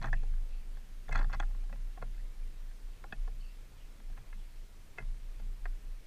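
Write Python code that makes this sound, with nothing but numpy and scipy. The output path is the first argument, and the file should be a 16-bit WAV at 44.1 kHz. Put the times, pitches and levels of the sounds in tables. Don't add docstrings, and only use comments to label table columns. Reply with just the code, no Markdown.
import sys
import numpy as np
from scipy import signal
from scipy.io import wavfile
from scipy.ndimage import uniform_filter1d

SR = 44100
rng = np.random.default_rng(int(sys.argv[2]) if len(sys.argv) > 2 else 0)


def volts(x):
    e = np.asarray(x, float) / 20
    return 10 ** e


def dump(signal):
    limited = np.clip(np.atleast_2d(signal).T, -1, 1)
    pcm = np.round(limited * 32767).astype(np.int16)
    wavfile.write(sys.argv[1], SR, pcm)


N = 267510

# hz, t60_s, tray_db, wall_db, perch_db, rim_db (level by place struck)
LOW_MODES = [(342, 0.12, -11, -10, -10, -13), (562, 0.084, -16, -15.5, -7.5, -10),
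             (442, 0.13, -17, -13.5, -1.5, -12), (659, 0.081, -3, -6, -7, -3.5), (738, 0.042, 3, 4, 7, -4),
             (816, 0.1, -7, 1, -3, -14)]
MIDDLE_MODES = [(955, 0.015, -9, -3, 0, -4.5), (1087, 0.026, -12.5, -3, 2, -10),
                (1268, 0.045, -19, -8.5, -15, -25), (1398, 0.037, -18, -2, 0, -7.5),
                (1628, 0.029, -3.5, -1.5, -6, -5.5), (1702, 0.014, -5, -4.5, -2.5, 2),
                (1789, 0.026, -4.5, -6.5, -35, -19)]
UPPER_MODES = [(1946, 0.071, -7, -4, -16, -15), (2082, 0.045, -18, -1, -3, 3),
               (2410, 0.017, -4, -3.5, -12, -19), (2578, 0.046, 0, -6.5, -8, -7)]
BRIGHT_MODES = [(2960, 0.036, 0, -11, -18, -14), (3400, 0.017, 8, -2.5, 2, -2),
                (3930, 0.015, -14, -9, -7, -3), (4300, 0.019, 3, -5, 4, -4.5),
                (4700, 0.0094, -15, -5, -6, -6), (5060, 0.0051, -12, -6, -19, -27),
                (5860, 0.012, -15, -7, -11, -1), (6470, 0.0049, -1, -5, -18, -15),
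                (6800, 0.0055, -13, -26, -7, 2), (7860, 0.0067, -34, -7, -13, 1)]

# start_s, peak_db (middle modes), low_db, upper_db, bright_db (relative to middle)
TRAY_TAPS = [(0.1295, -31.5, -10.5, -16, -20), (0.1376, -39, -9.5, -16, -29), (0.38, -58, -6, -16, -10),
             (2.1784, -59.5, -5, -5, -10), (3.1246, -34, -8, -8, -22), (3.132, -51, -10, -3, -24),
             (4.1342, -62, -12, -6, -4), (5.6555, -39.5, -14, -20, -17), (2.7127, -55.5, -14, -18, -13),
             (4.0999, -60, 3, -13, -10)]
WALL_TAPS = [(0.0156, -48, -2, -3, -6), (0.025, -41.5, -2, -5, -9), (0.042, -30, -4.5, -17, -16.5),
             (0.3378, -53.5, -19, -15, -14), (0.7715, -54.5, -4, -17, -8), (1.084, -49, -13, -5, -18),
             (1.149, -34, -7.5, -12, -15), (1.156, -25, -18, -9.5, -22), (1.2281, -40.5, -12, -22, -17),
             (1.244, -39.5, -9.5, -25, -17), (1.362, -55, -8, -10, -18), (1.3996, -28, -10, -11.5, -18),
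             (1.5087, -56, -2, -18, -15), (1.5489, -53, -6, -25, -19), (1.6376, -61, 2, -14, -11),
             (1.696, -51, -4, -16, -17), (1.7272, -47.5, -1.5, 0, -12), (1.759, -55.5, -8, -5, -10),
             (1.9743, -47, 0, -16, -20), (4.001, -59, -2, -11, -10), (4.1757, -49.5, -10, -5.5, -24),
             (4.1825, -52, -10, -11, -18), (5.656, -40.5, -20, -7.5, -20), (3.0404, -44, -1, -17, -20)]
PERCH_TAPS = [
    (0.2326, -52.5, 5, -16, -7),
    (1.092, -40, -0.5, -17, -25),
    (2.024, -36, -5.5, -13, -21),
    (3.2764, -49, 1, -16, -16),
    (5.3976, -56, 4, -6, -8),
]
RIM_TAPS = [(1.1109, -44, -6, -13, -14), (1.1232, -41, -21, 2.5, -18), (1.1274, -36, -8, -6, -8),
            (2.146, -69, -9, 9, 0), (4.328, -48, -26, -2.5, -23), (4.9774, -51, -8, -2, -21),
            (4.984, -36.5, -5.5, 3, -16.5), (5.0013, -48, -8, -1, -23), (5.011, -51, -14, -4, -18),
            (5.024, -53, -8, -4, -15), (1.99, -61, -9, -10, -18), (2.017, -50, -4, -10, -18),
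            (2.04, -58, 1, -14, -18), (4.17, -57, -6, -11, -18), (3.058, -70, -5, -10, -18),
            (4.993, -49, -3, -4, -18)]
# start_s, peak_db, low_db, upper_db, bright_db
CLAW_SLIPS = [(.031, -43, -22, -0.5, -8), (.047, -35, -11, -12, -18), (.052, -38, -4, -14, -20),
              (.058, -38.5, -6, -10, -15), (.063, -42, -10, -10, -20), (.070, -41, -7, -13, -20),
              (.076, -46, -10, -15, -18), (.082, -42, -9, -12, -25), (.091, -52, -8, -4, -18),
              (1.117, -47, -7, -5, -16), (1.134, -49, -5, -7, -14), (1.142, -47.5, -2, -13, -6),
              (1.163, -35, -12, -16, -22), (1.168, -38, -6, -13, -18), (1.174, -38, -6, -11, -18),
              (1.179, -38, -9, -8, -14), (1.185, -38, -11, -8, -18), (1.190, -34, -16, -10, -16),
              (1.195, -34.5, -14, -14, -14), (1.200, -41, -11, -14, -18), (1.209, -39, -8, -13, -20),
              (1.214, -36, -10, -16, -22), (1.219, -45, -4, -12, -22), (1.2958, -46, -3, -15, -16),
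              (1.304, -48, -5, -7, -16), (1.312, -56, -8, -6, -16), (1.319, -46.5, -19, -6, -20),
              (1.328, -40.5, -12, -4, -14), (1.334, -35, -4.5, -14, -15), (1.340, -36.5, -11, -11, -14),
              (1.346, -40, -7.5, -15, -10), (1.351, -51, -11, -13, -16), (1.357, -49, -8, -9, -18),
              (1.407, -40, -5, -13, -16), (1.414, -54, -14, -11, -18), (1.426, -39.5, -9, -15, -22),
              (1.433, -40, -8, -20, -25), (1.440, -53, -5, -18, -22)]
# contact_ms, grit_gain
TOUCH = [
    (4.06, 1.4),
    (3.11, 2.2),
    (4.52, 3.1),
    (4.2, 2.2),
]
TIP_HZ = [3540, 4400, 5200]
TIP_ODDS = [.35, 1.2]

# start_s, peak_db, ring_hz, width_hz
TICKS = [(0.026, -47.5, 4200, 250), (.025, -57, 6000, 400), (.043, -53, 3470, 180), (.058, -54, 6100, 350),
         (.071, -60, 4300, 400), (.071, -61, 6000, 350), (.130, -53, 4940, 300), (.131, -57, 6150, 300),
         (.130, -63, 7650, 300), (.133, -56, 3500, 250), (1.091, -53, 3470, 200), (1.092, -56, 6400, 700),
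         (1.127, -44.5, 5860, 1490), (1.158, -41, 4330, 180), (1.158, -49, 6430, 400),
         (1.168, -47.5, 3400, 120), (1.177, -53, 6600, 600), (1.179, -51, 4300, 250),
         (1.190, -53, 3500, 200), (1.193, -56, 5200, 1200), (1.23, -55, 4500, 400), (1.245, -61, 3520, 200),
         (1.304, -64, 5470, 300), (1.33, -51, 4340, 250), (1.331, -59, 6800, 250), (1.333, -51, 5300, 500),
         (1.330, -55, 3500, 200), (1.338, -51, 4500, 600), (1.347, -52, 4430, 251.3),
         (1.349, -55, 5200, 400.6), (1.4004, -40.5, 3390, 260), (1.401, -47, 6520, 400),
         (1.400, -52, 7560, 900), (3.125, -46, 3400, 160), (3.125, -55, 4570, 300), (3.043, -64, 4300, 300)]
# start_s, peak_db, ring_hz, width_hz
BOARD_RINGS = [(.016, -48, 960, 70), (0.0156, -50, 1733, 100), (.026, -48, 1087, 60), (.071, -48, 738, 50),
               (.071, -46, 1790, 60), (.131, -45, 775, 50.3), (.133, -48, 1820, 30.2),
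               (.1297, -28, 1736, 105), (.137, -40, 1950, 90), (.042, -41, 1370, 150),
               (.047, -38.5, 1750, 250), (.048, -39, 1087, 90), (1.156, -28, 1760, 300),
               (1.337, -42, 816, 50), (1.303, -54, 2030, 120), (5.655, -45, 710, 80),
               (1.118, -42, 2090, 50), (1.149, -48, 2560, 120), (1.218, -51, 2100, 90),
               (1.351, -49, 2040, 89.9), (1.547, -57, 1090, 200), (3.277, -58, 1710, 120),
               (1.082, -52, 1800, 99.6), (1.398, -40, 1490, 300), (.771, -61, 1630, 80),
               (1.092, -44, 800, 90), (1.111, -54, 2040, 70), (1.125, -42, 1710, 80), (1.156, -41, 728, 50),
               (1.154, -30.5, 1394, 60), (1.191, -48, 567, 50.4), (1.228, -50, 1400, 70),
               (1.433, -48, 1410, 90), (1.297, -51, 1087, 59.7), (1.297, -57, 1580, 70),
               (1.333, -48, 2020, 60), (1.346, -44.5, 1087, 60), (1.401, -38.5, 825, 60.7),
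               (1.4255, -44, 1790, 250), (1.695, -62, 1087, 60), (1.727, -58, 2068, 59.9),
               (1.728, -52, 556, 50), (1.975, -51.5, 1087, 70), (3.042, -52, 1087, 70),
               (3.043, -57, 540, 50.3), (3.124, -46, 1438, 70), (3.125, -53, 1774, 35.3),
               (4.176, -59, 2500, 250), (4.984, -47, 1444, 70.2), (5.0, -54, 380, 49.88),
               (5.656, -41, 1740, 150.3), (4.125, -66, 1624, 30)]
# start_s, peak_db,
# ring_hz, width_hz
THUDS = [(0.046, -43.5, 206, 42), (1.109, -42, 45.4, 10), (1.151, -35.5, 101, 32), (1.159, -48.5, 202, 21),
         (1.196, -43.5, 297, 72), (1.401, -43.5, 290, 110), (1.728, -54, 210, 48), (2.026, -43, 476, 80),
         (2.031, -53, 149, 70), (3.13, -40, 132.3, 95), (4.984, -48, 380, 130), (5.023, -46, 115, 28),
         (5.657, -51, 417, 90), (6.0597, -43.5, 74.6, 37)]

# top_s, level_db, half_length_s
SWELLS = [(.0, -35, 0.062), (0.142, -27, 0.12), (0.326, -29, 0.2), (0.55, -34, 0.079), (0.722, -37.5, 0.15),
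          (0.963, -41, 0.13), (1.204, -25.5, 0.15), (1.436, -29.5, 0.13), (1.612, -33.5, 0.17),
          (1.838, -35, 0.14), (2.08, -36.5, 0.14), (2.238, -37, 0.12), (2.436, -34.5, 0.1),
          (2.641, -39, 0.17), (2.872, -39, 0.096), (3.045, -44, 0.063), (3.218, -32, 0.074),
          (3.276, -36, 0.08), (3.403, -38.5, 0.15), (3.597, -44, 0.094), (3.855, -46, 0.16),
          (4.105, -38, 0.11), (4.37, -39.5, 0.15), (4.594, -41.5, 0.095), (4.77, -49, 0.12),
          (5.09, -33, 0.097), (5.29, -39, 0.14), (5.476, -35, 0.12), (5.689, -33, 0.11), (5.907, -38, 0.11)]
# time_s, mode_hz
STANCE = [(0, 26.3), (.12, 25.21), (1.0, 25.7), (1.5, 29.57), (2.22, 30.31), (2.31, 25.23), (2.67, 25.74),
          (2.76, 29.34), (3.2, 29.84), (3.92, 29.26), (4.1, 26.49), (4.9, 26.1), (5.03, 28.87), (5.3, 29.9),
          (6.07, 30.2)]

# mode_hz, width_hz, gain_db
PLANK_MODES = [
    [(61, 7.1, -1)],
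    [(111.6, 11.3, -0.5), (124.14, 3.7, 1.5)],
    [(162, 30, -2.5), (203.3, 6, -2), (222.6, 14.5, -10.5)],
]
# start_s, level_db, t60_s, favoured_bending (0-2)
JOLTS = [(.0, -44, 0.3, 1.36), (.05, -42.5, 0.81, 0.99), (.16, -46.5, 0.13, 1.01), (.33, -48, 0.73, 0.008),
         (.53, -56.5, 1.5, 0.009), (.75, -57, .6, .01), (1.13, -44, 1.2, 1.22), (1.361, -45.5, 0.67, 0.3),
         (1.729, -54, 0.24, 1.99), (1.79, -60.5, 0.52, 1.01), (2.03, -49.5, 0.43, 1.17),
         (2.23, -59, 0.17, 0.98), (3.13, -51, 0.36, 1.2), (3.32, -57, 0.46, 1.13), (3.63, -66, 0.67, 1.01),
         (3.99, -60, 0.621, 1.5), (4.19, -52.5, 0.27, 1.1), (4.37, -56.5, 0.26, 1.57),
         (5.01, -52, 0.73, 1.07), (5.42, -56.5, 0.77, 1.24), (5.47, -56, 0.47, 0.32),
         (5.67, -60, 0.39, 0.99), (5.78, -66, 0.19, 0.83)]
REST_DB = [-71.5, -73, -77.5]

# start_s, length_s, start_hz, end_hz, level_db
BIRDS = [(0.152, 0.087, 2670, 2400, -69.5), (0.504, 0.15, 2680, 2250, -73), (1.602, 0.036, 2410, 2400, -71),
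         (2.19, 0.021, 1790, 1950, -64.5), (2.319, .03, 2320, 2320, -72), (2.423, 0.02, 2410, 2350, -67),
         (3.396, 0.03, 4400, 4500, -68.5), (3.434, 0.12, 4550, 4500, -77), (3.407, 0.05, 3004, 2960, -71),
         (3.424, 0.13, 2730, 2690, -71), (3.776, 0.098, 3200, 2477, -72)]
# freq_hz, density_db (per Hz)
HISS = [(24, -24.5), (40, -14), (46, -18.5), (54, -25), (86, -22), (145, -32.5), (173, -31), (322, -34.5),
        (467, -36.5), (599, -38), (827, -41.5), (2230, -42), (15100, -54.5)]
# pitch_hz, level_db
WHINE = (8541, -89)
# start_s, length_s
TREBLE_GAPS = [(0, .03), (.12, .21), (.5, .06), (.67, .04), (1.14, .015), (1.238, .025), (1.388, .09),
               (1.606, .09), (1.78, .05), (2.019, .055), (2.192, .035), (2.398, .03), (3.114, .08),
               (3.262, .025), (4.987, .17), (5.434, .035), (5.648, .015)]

LOW_LAG_S, TICK_TOUCH_S = 0.0013, 0.00222
MIDWAY_HZ, LEAN = 27.47, 0.46
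SWELL_RISE, SWELL_FALL, SWELL_SHARPNESS = 1.08, 1.215, 1.66
JOLT_RISE_S, JOLT_SPREAD_DB = 0.054, 11.5
BLUR_HZ, BLUR_PER_GLIDE = 120, 0.66
HISS_DB = -65
GAP_FROM_HZ, EDGE_HZ = 13000, 15250


def evened(x):
    return x / np.sqrt(np.mean(x ** 2) + 1e-20)


def peaked(x):
    return x / np.max(abs(x))


def add(mix, start_s, sound):
    part = mix[max(round(start_s * SR), 0):][:len(sound)]
    part += sound[:len(part)]


def resonate(x, hz, width_hz):
    turn = np.exp(2j * np.pi * np.cumsum(hz * np.ones(len(x))) / SR)
    r = np.exp(-np.pi * width_hz / SR)
    return 2 * (turn * signal.lfilter([1 - r], [1, -r], x / turn + 1e-18)).real


def bird_on_wood():
    out = np.zeros(N)
    for place, rows in enumerate((TRAY_TAPS, WALL_TAPS + CLAW_SLIPS, PERCH_TAPS, RIM_TAPS)):
        for row, chance in zip(rows, rng.standard_normal(size=(len(rows), 2460))):
            add(out, *contact(row, place, chance))
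    return signal.sosfilt(signal.butter(4, 8300, fs=SR, output="sos"), out)


def contact(row, place, chance, scatter_db=1.74, focus_db=5.0, lead=0.3316, firm=0.52, dry_db=6.5):
    start_s, peak_db, low_db, upper_db, bright_db = row
    tip_hz = TIP_HZ[np.searchsorted(TIP_ODDS, chance[59])]
    contact_ms, rough = TOUCH[place]
    rough = rough * volts(-firm * max(peak_db + 47.5, 0))
    grit = chance[60:] * abs(chance[60:]) ** 0.67
    t = np.arange(len(grit)) / SR
    u = t / (max(contact_ms, 0.3) / 1000)
    push = u ** 0.6 * np.exp(-2 * u ** 1.8)
    early_db = dry_db * (1 - np.exp(-t / 0.0049))
    groups = (
        (LOW_MODES, low_db, 0),
        (MIDDLE_MODES, 0, 0),
        (UPPER_MODES, upper_db, 0),
        (BRIGHT_MODES, bright_db, focus_db))
    out, first = 0, 0
    for modes, group_db, fall_db in groups:
        hz, t60_s, *place_db = np.transpose(modes)[:, :, None]
        scatter, phase = chance[:60].reshape(2, -1, 1)[:, first:first + len(modes)]
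        hz = hz * (1 + 0.0017 * fall_db * np.sin(7 * phase))
        away_db = fall_db * np.tanh(abs(np.log2(hz / tip_hz)) / 0.29)
        level_db = place_db[place] + scatter_db * scatter - away_db
        ring = volts(level_db - early_db - 60 * t / t60_s) * np.sin(2 * np.pi * hz * t)
        drive = push * (np.cos(2 * np.pi * (hz * t + phase)) + rough * grit)
        rung = signal.fftconvolve(drive[:, :1024], ring, axes=1)[:, :len(t)]
        rung = peaked(rung.sum(axis=0))
        lag_s = LOW_LAG_S * (first == 0)
        out = out + volts(group_db) * np.interp(t - lag_s, t, rung, left=0)
        first += len(modes)
    return start_s - lead * contact_ms / 1000, volts(peak_db) * out


def ticks():
    out, u = np.zeros(N), np.arange(1500) / SR / TICK_TOUCH_S
    grits = rng.standard_normal(size=(len(TICKS), 1500))
    for (start_s, peak_db, hz, width_hz), grit in zip(TICKS, grits):
        burst = u * np.exp(-u ** 1.7) * grit
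        ring = resonate(resonate(burst, hz, width_hz), hz, 2.5 * width_hz)
        add(out, start_s - TICK_TOUCH_S, volts(peak_db) * peaked(ring))
    return out


def thuds_and_rings():
    out, click = np.zeros(N), np.eye(1, 8000)[0]
    for start_s, peak_db, hz, width_hz in THUDS + BOARD_RINGS:
        ring = resonate(resonate(click, hz, width_hz), hz, 2.9 * width_hz)
        add(out, start_s, volts(peak_db) * peaked(ring))
    return out


def sway():
    t, coarse_s = np.arange(N) / SR, np.arange(0, N + 64, 64) / SR
    stance_s, mode_hz = np.transpose(STANCE)
    lead = 2 * np.pi * np.cumsum(np.interp(t, stance_s, mode_hz) - MIDWAY_HZ) / SR
    top_s, level_db, half_s = np.transpose(SWELLS)[:, :, None]
    share = np.where(coarse_s < top_s, SWELL_RISE, SWELL_FALL)
    place = np.clip((coarse_s - top_s) / (share * half_s), -1, 1)
    power = (volts(level_db) * abs(np.cos(np.pi / 2 * place)) ** SWELL_SHARPNESS) ** 2 + 1e-12
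    near = power + volts(-60.0 - 60.0 * abs(coarse_s - top_s) / half_s)
    held = (near * np.interp(top_s, t, lead)).sum(axis=0) / near.sum(axis=0)
    angle = 2 * np.pi * MIDWAY_HZ * t + LEAN * lead + (1 - LEAN) * np.interp(t, coarse_s, held)
    swell = np.interp(t, coarse_s, np.sqrt(power.sum(axis=0) + volts(-58.0) ** 2))
    rocking = resonate(resonate(rng.standard_normal(N), 13.2, 4.6), 13.8, 4.6)
    tone = np.sin(angle) + volts(-35.0) * np.sin(2 * angle + 1.7)
    return np.sqrt(2) * swell * tone + volts(-53.5) * evened(rocking)


def plank():
    out = np.zeros(N)
    for bending, modes in enumerate(PLANK_MODES):
        noise = rng.standard_normal(N)
        body = 0
        for hz, width_hz, gain_db in modes:
            mode = resonate(resonate(noise, hz, 2 * width_hz), hz, 2 * width_hz)
            body = body + volts(gain_db) * evened(mode)
        steady = body / np.sqrt(uniform_filter1d(evened(body) ** 2, size=4000) + 0.06)
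        out += uniform_filter1d(shaking(bending), size=600) * evened(steady)
    return out


def shaking(bending):
    start_s, level_db, t60_s, favoured = np.transpose(JOLTS)[:, :, None]
    since_s = np.arange(0, N + 64, 64) / SR - start_s
    shape_db = np.where(since_s < 0, 20 * since_s / JOLT_RISE_S, -60 * since_s / t60_s)
    jolt_db = level_db - JOLT_SPREAD_DB * abs(bending - favoured) + shape_db
    power = volts(REST_DB[bending]) ** 2 + (volts(jolt_db) ** 2).sum(axis=0)
    return np.interp(np.arange(N), np.arange(len(power)) * 64, np.sqrt(power))


def far_birds():
    out = np.zeros(N)
    for start_s, length_s, start_hz, end_hz, level_db in BIRDS:
        width_hz = BLUR_HZ + BLUR_PER_GLIDE * abs(end_hz - start_hz)
        noise = rng.standard_normal(size=8000)[:round(length_s * SR)]
        hz = np.linspace(start_hz, end_hz, len(noise))
        fade = np.minimum(np.arange(len(noise)) / 300, 1) * np.linspace(1.3, 0.4, len(noise))
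        whistle = evened(resonate(resonate(noise, hz, width_hz), hz, width_hz))
        add(out, start_s, volts(level_db) * fade * whistle)
    return out


def hiss():
    frames, hz = N // 256 + 5, np.fft.rfftfreq(2048, 1 / SR)
    a, b, patches = rng.standard_normal((frames // 2, len(hz), 3)).T
    patches = uniform_filter1d(patches, size=24, axis=0)
    patches = evened(uniform_filter1d(patches, size=6, axis=1))
    freq_hz, density_db = np.transpose(HISS)
    curve_db = np.interp(np.log(hz + 1), np.log(freq_hz + 1), density_db)
    z = (a + 1j * b) * volts(curve_db[:, None] + 0.92 * patches)
    x = signal.istft(z, nperseg=2048, noverlap=1536)[1][:N]
    above = signal.sosfilt(signal.butter(2, 300, "high", fs=SR, output="sos"), x)
    whine_hz, whine_db = WHINE
    whine = volts(whine_db) * evened(resonate(rng.standard_normal(N), whine_hz, 33))
    return volts(HISS_DB) * x / np.std(above) + whine


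def scene():
    bird = bird_on_wood() + ticks() + thuds_and_rings()
    mount = sway() + plank()
    return (bird + mount + far_birds() + hiss())[None]


def treble_gaps(x):
    hz, t, z = signal.stft(x, SR, nperseg=512)
    gap = sum((t >= s) & (t < s + length_s) for s, length_s in TREBLE_GAPS) > 0
    islands = rng.random((33, len(t) // 4 + 1)) < 0.2
    islands = np.repeat(np.repeat(islands, 8, axis=0), 4, axis=1)
    lost = (hz > GAP_FROM_HZ)[:, None] & gap & ~islands[:len(hz), :len(t)]
    return signal.istft(z * np.where(lost, volts(-40), 1), SR, nperseg=512)[1][:, :N]


def roll_off(x):
    return signal.sosfilt(signal.butter(12, 15240, fs=SR, output="sos"), x)


def record(dry):
    low_pass = signal.firwin(511, EDGE_HZ, window=("kaiser", 9), fs=SR)
    mix = treble_gaps(signal.oaconvolve(dry, low_pass[None], "same"))
    return roll_off(mix)


dry = scene()
out = record(dry)
dump(out)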